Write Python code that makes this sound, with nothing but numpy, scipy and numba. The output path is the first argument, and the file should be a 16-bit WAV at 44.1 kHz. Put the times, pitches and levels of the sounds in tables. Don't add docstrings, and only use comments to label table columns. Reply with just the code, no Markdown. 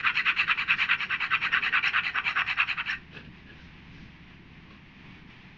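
import sys
import numpy as np
from scipy import signal
from scipy.fft import rfft, irfft
from scipy.io import wavfile
from numba import njit

SR = 44100
rng = np.random.default_rng(int(sys.argv[2]) if len(sys.argv) > 2 else 0)


def wrap_up_sound(samples):
    columns = np.atleast_2d(samples).T
    tamed = np.clip(columns, -1, 1)
    steps = np.round(tamed * 32767).astype(np.int16)
    wavfile.write(sys.argv[1], SR, steps)


N = 245637
TIME = np.arange(N) / SR

# break-loose time and slide length in seconds, level and tilt in dB.
HAND_STROKES = [(-0.055, 0.096, -33, 3), (.035, 0.095, -25, -4), (0.144, 0.095, -30, 4.5),
                (0.252, 0.086, -25, 2), (0.363, 0.1, -28, 3), (.475, .074, -26, 2),
                (0.573, 0.086, -29.5, -2), (.679, 0.086, -25, 0.5), (0.782, .097, -27.5, 1),
                (0.887, 0.087, -25.5, -0.5), (0.991, 0.09, -31.5, -1.5), (1.097, 0.084, -28.5, -5),
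                (1.202, 0.09, -28.5, -5), (1.305, .085, -26, -4), (1.412, 0.092, -28, -3),
                (1.518, 0.092, -24, -7), (1.623, 0.091, -28.5, -3), (1.725, 0.088, -24, -6),
                (1.831, 0.086, -26.5, 0), (1.931, 0.095, -25.5, -5), (2.034, 0.091, -32, 3),
                (2.144, .078, -28.5, -13), (2.241, 0.11, -29, -3), (2.358, 0.084, -25.5, -9.5),
                (2.464, 0.093, -31, 1), (2.574, 0.08, -25, -3), (2.674, 0.079, -31.5, 1.5),
                (2.777, 0.056, -29, -5.5), (2.851, 0.13, -33.5, -1.5)]
# frequency in Hz, relative level in dB on a push and on a pull.
SCRAPE_SPECTRA = [(250, -33, -42), (534, -39, -39.5), (776, -28.5, -22.5), (1162, -4.5, -8.5),
                  (1470, -4, -9.5), (2310, -6, -5), (2664, 0, -2.5), (3018, -11, -10.5), (3600, -21, -28),
                  (4150, -25.5, -17), (4374, -25, -23.5), (5400, -45.5, -39), (7070, -44.5, -40),
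                  (7340, -52, -55.5), (15000, -65.5, -64)]
# time in seconds, level in dB.
HARD_SNAGS = [(0.3002, -7), (0.709, -7), (0.933, -3), (1.0053, -11), (1.352, -2), (1.7527, -9.5),
              (2.1859, 0), (2.419, -2.5)]
# frequency in Hz, bandwidth in Hz, relative gain in dB.
TIP_MODES = [(1437, 190, -4), (2457, 240, -9), (3916, 110, -1.5)]
# frequency and bandwidth in Hz, gain in dB, antinode along the stroke (0-1).
PLANK_MODES = [(1170, 15, -1.5, 0.7), (1437, 14, -3.5, 0.7), (1558, 44, 4, 0.2), (1662, 73, 0, 0.28),
               (1850, 63, 6, 1), (1986, 30, 9.5, 0.35), (2360, 32, 7, 0.76), (2578, 190, 1, 0.63),
               (3170, 400, 4, 0.69), (3790, 120, 9.5, 0.4)]
# time in seconds, pitch in Hz, level in dB.
TIP_CHATTERS = [(0.196, 1975, -35), (0.295, 2515, -31.5), (0.407, 2730, -36.5), (0.513, 2610, -34),
                (0.723, 2570, -36.5), (2.381, 1520, -39), (2.617, 2535, -32.5), (2.903, 1773, -34)]
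# time in seconds, level in dB.
BRACELET_JINGLES = [(1.538, -56.5), (1.881, -45.5), (2.298, -54.5), (2.906, -49)]
# time in seconds, levels of the low and hollow tones in dB.
HAND_RUB = [(0, -63.5, -68.5), (1.299, -64.5, -63), (1.7, -58, -59), (2.399, -68, -52), (2.8, -78, -59.5),
            (3, -85, -65.5)]
# time and half length in seconds, skin and sleeve levels in dB,
# pitch in Hz, level of that pitch in dB.
HAND_BRUSHES = [(0.794, 0.025, -61, -51.5, 1180, -68), (3.167, 0.027, -44, -62, 440, -64),
                (3.256, 0.018, -53.5, -77, 1660, -62), (3.514, 0.032, -52, -83, 1690, -57),
                (3.63, 0.049, -60, -64.5, 1520, -64), (3.992, 0.067, -64, -64, 1610, -69),
                (4.733, 0.032, -56.5, -70, 1075, -60)]
# frequency in Hz, relative level in dB.
SKIN_SPECTRUM = [(200, -6.5), (470, -2), (750, -11.5), (1200, -8.5), (1700, 2.5), (2100, -16.5), (2550, 2),
                 (3200, -6.5), (4500, -18), (8000, -55)]
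SLEEVE_SPECTRUM = [(800, -54), (2500, 2), (4000, 2.5), (5700, -3.5), (6800, -19.5), (8000, -47)]
RUMBLE_SPECTRUM = [(20, -3.5), (60, -8), (110, -3), (175, 0.5), (250, -6), (330, -10.5), (420, -17.5),
                   (560, -30), (900, -34.5), (3000, -71.5)]
HISS_SPECTRUM = [(300, -26.5), (600, -9.5), (1000, -1.5), (1350, -6.5), (1800, 0.5), (2450, 2),
                 (3200, -5.5), (4300, -14.5), (5600, -22), (6600, -32.5), (7600, -51), (15000, -52)]
# time and half length in seconds, level in dB.
HANDLING_BUMPS = [(3.26, .05, -52), (3.65, 0.19, -57.5), (4.008, 0.047, -48.5), (5.078, 0.057, -50.5)]
# time in seconds, level in dB.
HISS_LEVELS = [(0, -53.5), (4.85, -56), (5.12, -53.5), (5.57, -54.5)]
# frequency in Hz, level in dB before the swell.
HUM_PARTIALS = [(69.5, -61), (147, -69.5)]
# time in seconds, gain in dB.
HUM_GAIN = [(0, -7.5), (3.1, 1.5), (3.5, 4), (4.4, 1.5), (5.57, -9.5)]


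def scratching(push, pull, place, bright_db):
    place = place + 0.14 * walk(7.6)
    spectra = np.array(SCRAPE_SPECTRA)
    grit = friction(ridges_per_s=1700, scatter_db=1, fine_db=-7, patchy_db=0.4)
    force = convolve(push * grit + snags(push + pull), response(spectra[:, [0, 1]]))
    force += convolve(pull * grit, response(spectra[:, [0, 2]]))
    force = tilt(force, bright_db, corners_hz=[1100, 2100])
    force = tip(force, place, slide=0.16, wobble=0.087)
    board = plank(force, place, near_s=0.000842, far_s=0.00275, travel_s=0.000964, echo=0.39)
    return board + chatter(half_s=0.013, width_hz=150) + high_ticks(push + pull, per_s=280, level_db=-85)


def motion(stick_s=0.018, stick_db=-3, bite_s=0.009, bite_db=-18, turn_db=-27):
    start, length, db, bright_db = np.transpose(HAND_STROKES)
    stroke = np.maximum(np.searchsorted(start - stick_s, TIME) - 1, 0)
    pushing = stroke % 2 == 1
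    since = TIME - start[stroke]
    progress = np.clip((since + stick_s) / (length[stroke] + stick_s), 0, 1)
    speed = np.abs(np.sin(np.pi * progress))
    slide = speed ** np.where(pushing, 1.71, 1.73)
    bite = undb(bite_db) * np.exp(-np.abs(since) / bite_s)
    rub = np.where(since < 0, undb(stick_db) * slide, slide + bite)
    rub = np.hypot(rub, undb(turn_db))
    effort = undb(db[stroke]) * rub * (TIME < start[-1] + length[-1])
    travelled = (1 - np.cos(np.pi * progress)) / 2
    place = np.where(pushing, travelled, 1 - travelled)
    return effort * pushing, effort * ~pushing, place, bright_db[stroke]


def friction(ridges_per_s, scatter_db, fine_db, patchy_db):
    hits = rng.random(N) < ridges_per_s / SR
    slips = unit(hits * undb(scatter_db * np.clip(rng.standard_normal(N), -2, 2)))
    rubbing = undb(fine_db) * rng.standard_normal(N)
    return unit((slips - slips.mean() + rubbing) * undb(patchy_db * walk(260)))


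def snags(effort, small_per_s=10, over_friction_db=12.5):
    jolts = (rng.random(N) < small_per_s / SR) * effort * undb(over_friction_db)
    for at, db in HARD_SNAGS:
        jolts[int(at * SR)] += undb(db)
    return jolts


def tip(force, place, slide, wobble):
    out = force
    for hz, width, db in TIP_MODES:
        centre = hz * np.exp(slide * (0.5 - place) + wobble * walk(22))
        out = out + undb(db) * glide(force, centre, float(width))
    return undb(-1) * out


def plank(force, place, near_s, far_s, travel_s, echo):
    near = np.interp(TIME - near_s - travel_s * place, TIME, force)
    far = np.interp(TIME - far_s + travel_s * place, TIME, force)
    out = (force + echo * (far - near)) / np.sqrt(1 + 2 * echo ** 2)
    for hz, width, db, antinode in PLANK_MODES:
        coupling = np.cos(np.pi * (place - antinode)) ** 2
        out += undb(db) * resonate(force * coupling, hz, width)
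    return out


def chatter(half_s, width_hz, spread_oct_per_s=1.6):
    out = np.zeros(N)
    t = np.arange(-SR // 25, SR // 25) / SR
    for at, hz, db in TIP_CHATTERS:
        centre = hz * 2 ** (spread_oct_per_s * rng.standard_normal() * t)
        tone = rng.standard_normal(len(t))
        for _ in range(2):
            tone = glide(tone, centre, float(width_hz))
        first = int(at * SR) - len(t) // 2
        out[first:first + len(t)] += undb(db) * unit(tone * np.exp(-0.5 * (t / half_s) ** 2))
    return out


def high_ticks(effort, per_s, level_db):
    ticks = (rng.random(N) < per_s / SR) * undb(5 * np.clip(rng.standard_normal(N), -2, 2))
    return undb(level_db) * unit(above(above(ticks * effort ** 1.5, 6300), 6300))


def bracelet(effort, steady_db=-75, swing_db=-68.5):
    ticks = (rng.random(N) < 500 / SR) * rng.standard_normal(N)
    ringing = narrow_band(ticks, hz=5460, width_hz=320)
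    shaking = undb(steady_db) * (effort > 0) + undb(swing_db) * unit(effort) / 2
    fits = undb(4.9 * walk(18))
    jingles = sum(undb(db) * swell(at, 0.0095) for at, db in BRACELET_JINGLES)
    return ringing * (shaking * fits + jingles)


def hand(effort):
    at, low_db, hollow_db = np.transpose(HAND_RUB)
    low = narrow_band(rng.standard_normal(N), hz=410, width_hz=170)
    hollow = narrow_band(rng.standard_normal(N), hz=770, width_hz=170)
    low *= undb(np.interp(TIME, at, low_db) + 2 * walk(16)) * (TIME < at[-1])
    hollow *= undb(np.interp(TIME, at, hollow_db)) * np.sqrt(unit(effort))
    return low + hollow


def brushes():
    skin = noise(SKIN_SPECTRUM) * undb(2 * walk(120))
    sleeve = noise(SLEEVE_SPECTRUM)
    out = np.zeros(N)
    for at, half_s, skin_db, sleeve_db, hz, ring_db in HAND_BRUSHES:
        ring = narrow_band(skin, hz, width_hz=170)
        out += swell(at, half_s) * (undb(skin_db) * skin + undb(sleeve_db) * sleeve + undb(ring_db) * ring)
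    return out


def room(x, t60_s, wet_db, gap_s, warmth_db):
    t = TIME[:SR // 2]
    onset = np.clip(t / gap_s - 1, 0, 1)
    tail = rng.standard_normal(len(t)) * np.exp(-np.log(1000) * t / t60_s) * onset
    warm = tilt(x, -warmth_db, corners_hz=[1100])
    return x + undb(wet_db) * convolve(warm, tail / np.linalg.norm(tail))


def background(rumble_db=-51.5):
    rumble = noise(RUMBLE_SPECTRUM) * undb(rumble_db + walk(11))
    bumps = noise(RUMBLE_SPECTRUM) * sum(undb(db) * swell(at, half) for at, half, db in HANDLING_BUMPS)
    hiss = noise(HISS_SPECTRUM) * undb(curve(HISS_LEVELS) + walk(16))
    hum = sum(undb(db) * np.sqrt(2) * np.sin(2 * np.pi * hz * TIME + 1.6 * walk(5))
              for hz, db in HUM_PARTIALS)
    return rumble + bumps + hiss + undb(curve(HUM_GAIN)) * hum


def undb(db):
    return 10 ** (np.asarray(db) / 20)


def unit(x):
    return x / np.sqrt(np.mean(x ** 2))


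def curve(rows):
    return np.interp(TIME, *np.transpose(rows))


def swell(at, half_s):
    return np.exp(-0.5 * ((TIME - at) / half_s) ** 2)


def walk(knots_per_s):
    knots = rng.standard_normal(8192)
    return unit(np.interp(TIME * knots_per_s, np.arange(len(knots)), knots))


def convolve(x, impulse_response):
    return signal.fftconvolve(x, impulse_response)[:N]


def response(points, size=2048):
    hz, db = np.transpose(points)
    freq = np.maximum(np.arange(size // 2 + 1) * SR / size, 1)
    gain = undb(np.interp(np.log(freq), np.log(hz), db))
    cepstrum = irfft(np.log(gain))
    cepstrum[1:size // 2] *= 2
    cepstrum[size // 2 + 1:] = 0
    impulse = irfft(np.exp(rfft(cepstrum)))
    return impulse / np.linalg.norm(impulse)


def noise(points):
    return convolve(rng.standard_normal(N), response(points))


def resonate(x, hz, width_hz):
    return signal.lfilter(*signal.iirpeak(hz, hz / width_hz, fs=SR), x)


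def narrow_band(x, hz, width_hz):
    return unit(resonate(resonate(x, hz, width_hz), hz, width_hz))


@njit
def glide(x, hz, width_hz):
    out = np.empty(len(x))
    band_state, low_state = 0., 0.
    for i in range(len(x)):
        tuning, damping = np.tan(np.pi * hz[i] / SR), width_hz / hz[i]
        band = (band_state + tuning * (x[i] - low_state)) / (1 + tuning * (tuning + damping))
        band_state = 2 * band - band_state
        low_state += 2 * tuning * band
        out[i] = damping * band
    return out


def above(x, hz):
    return signal.sosfiltfilt(signal.butter(2, hz, "high", fs=SR, output="sos"), x)


def tilt(x, db, corners_hz):
    for hz in corners_hz:
        treble = above(x, hz)
        step = undb(db / len(corners_hz) / 2)
        x = treble * step + (x - treble) / step
    return x


def scene():
    push, pull, place, bright_db = motion()
    effort = push + pull
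    close = scratching(push, pull, place, bright_db) + bracelet(effort) + hand(effort) + brushes()
    return (room(close, t60_s=0.27, wet_db=-11.5, gap_s=0.0041, warmth_db=6) + background())[None]


def record(dry, top_hz=15700):
    return signal.sosfilt(signal.ellip(8, 0.2, 70, top_hz, fs=SR, output="sos"), dry)


dry = scene()
out = record(dry)
wrap_up_sound(out)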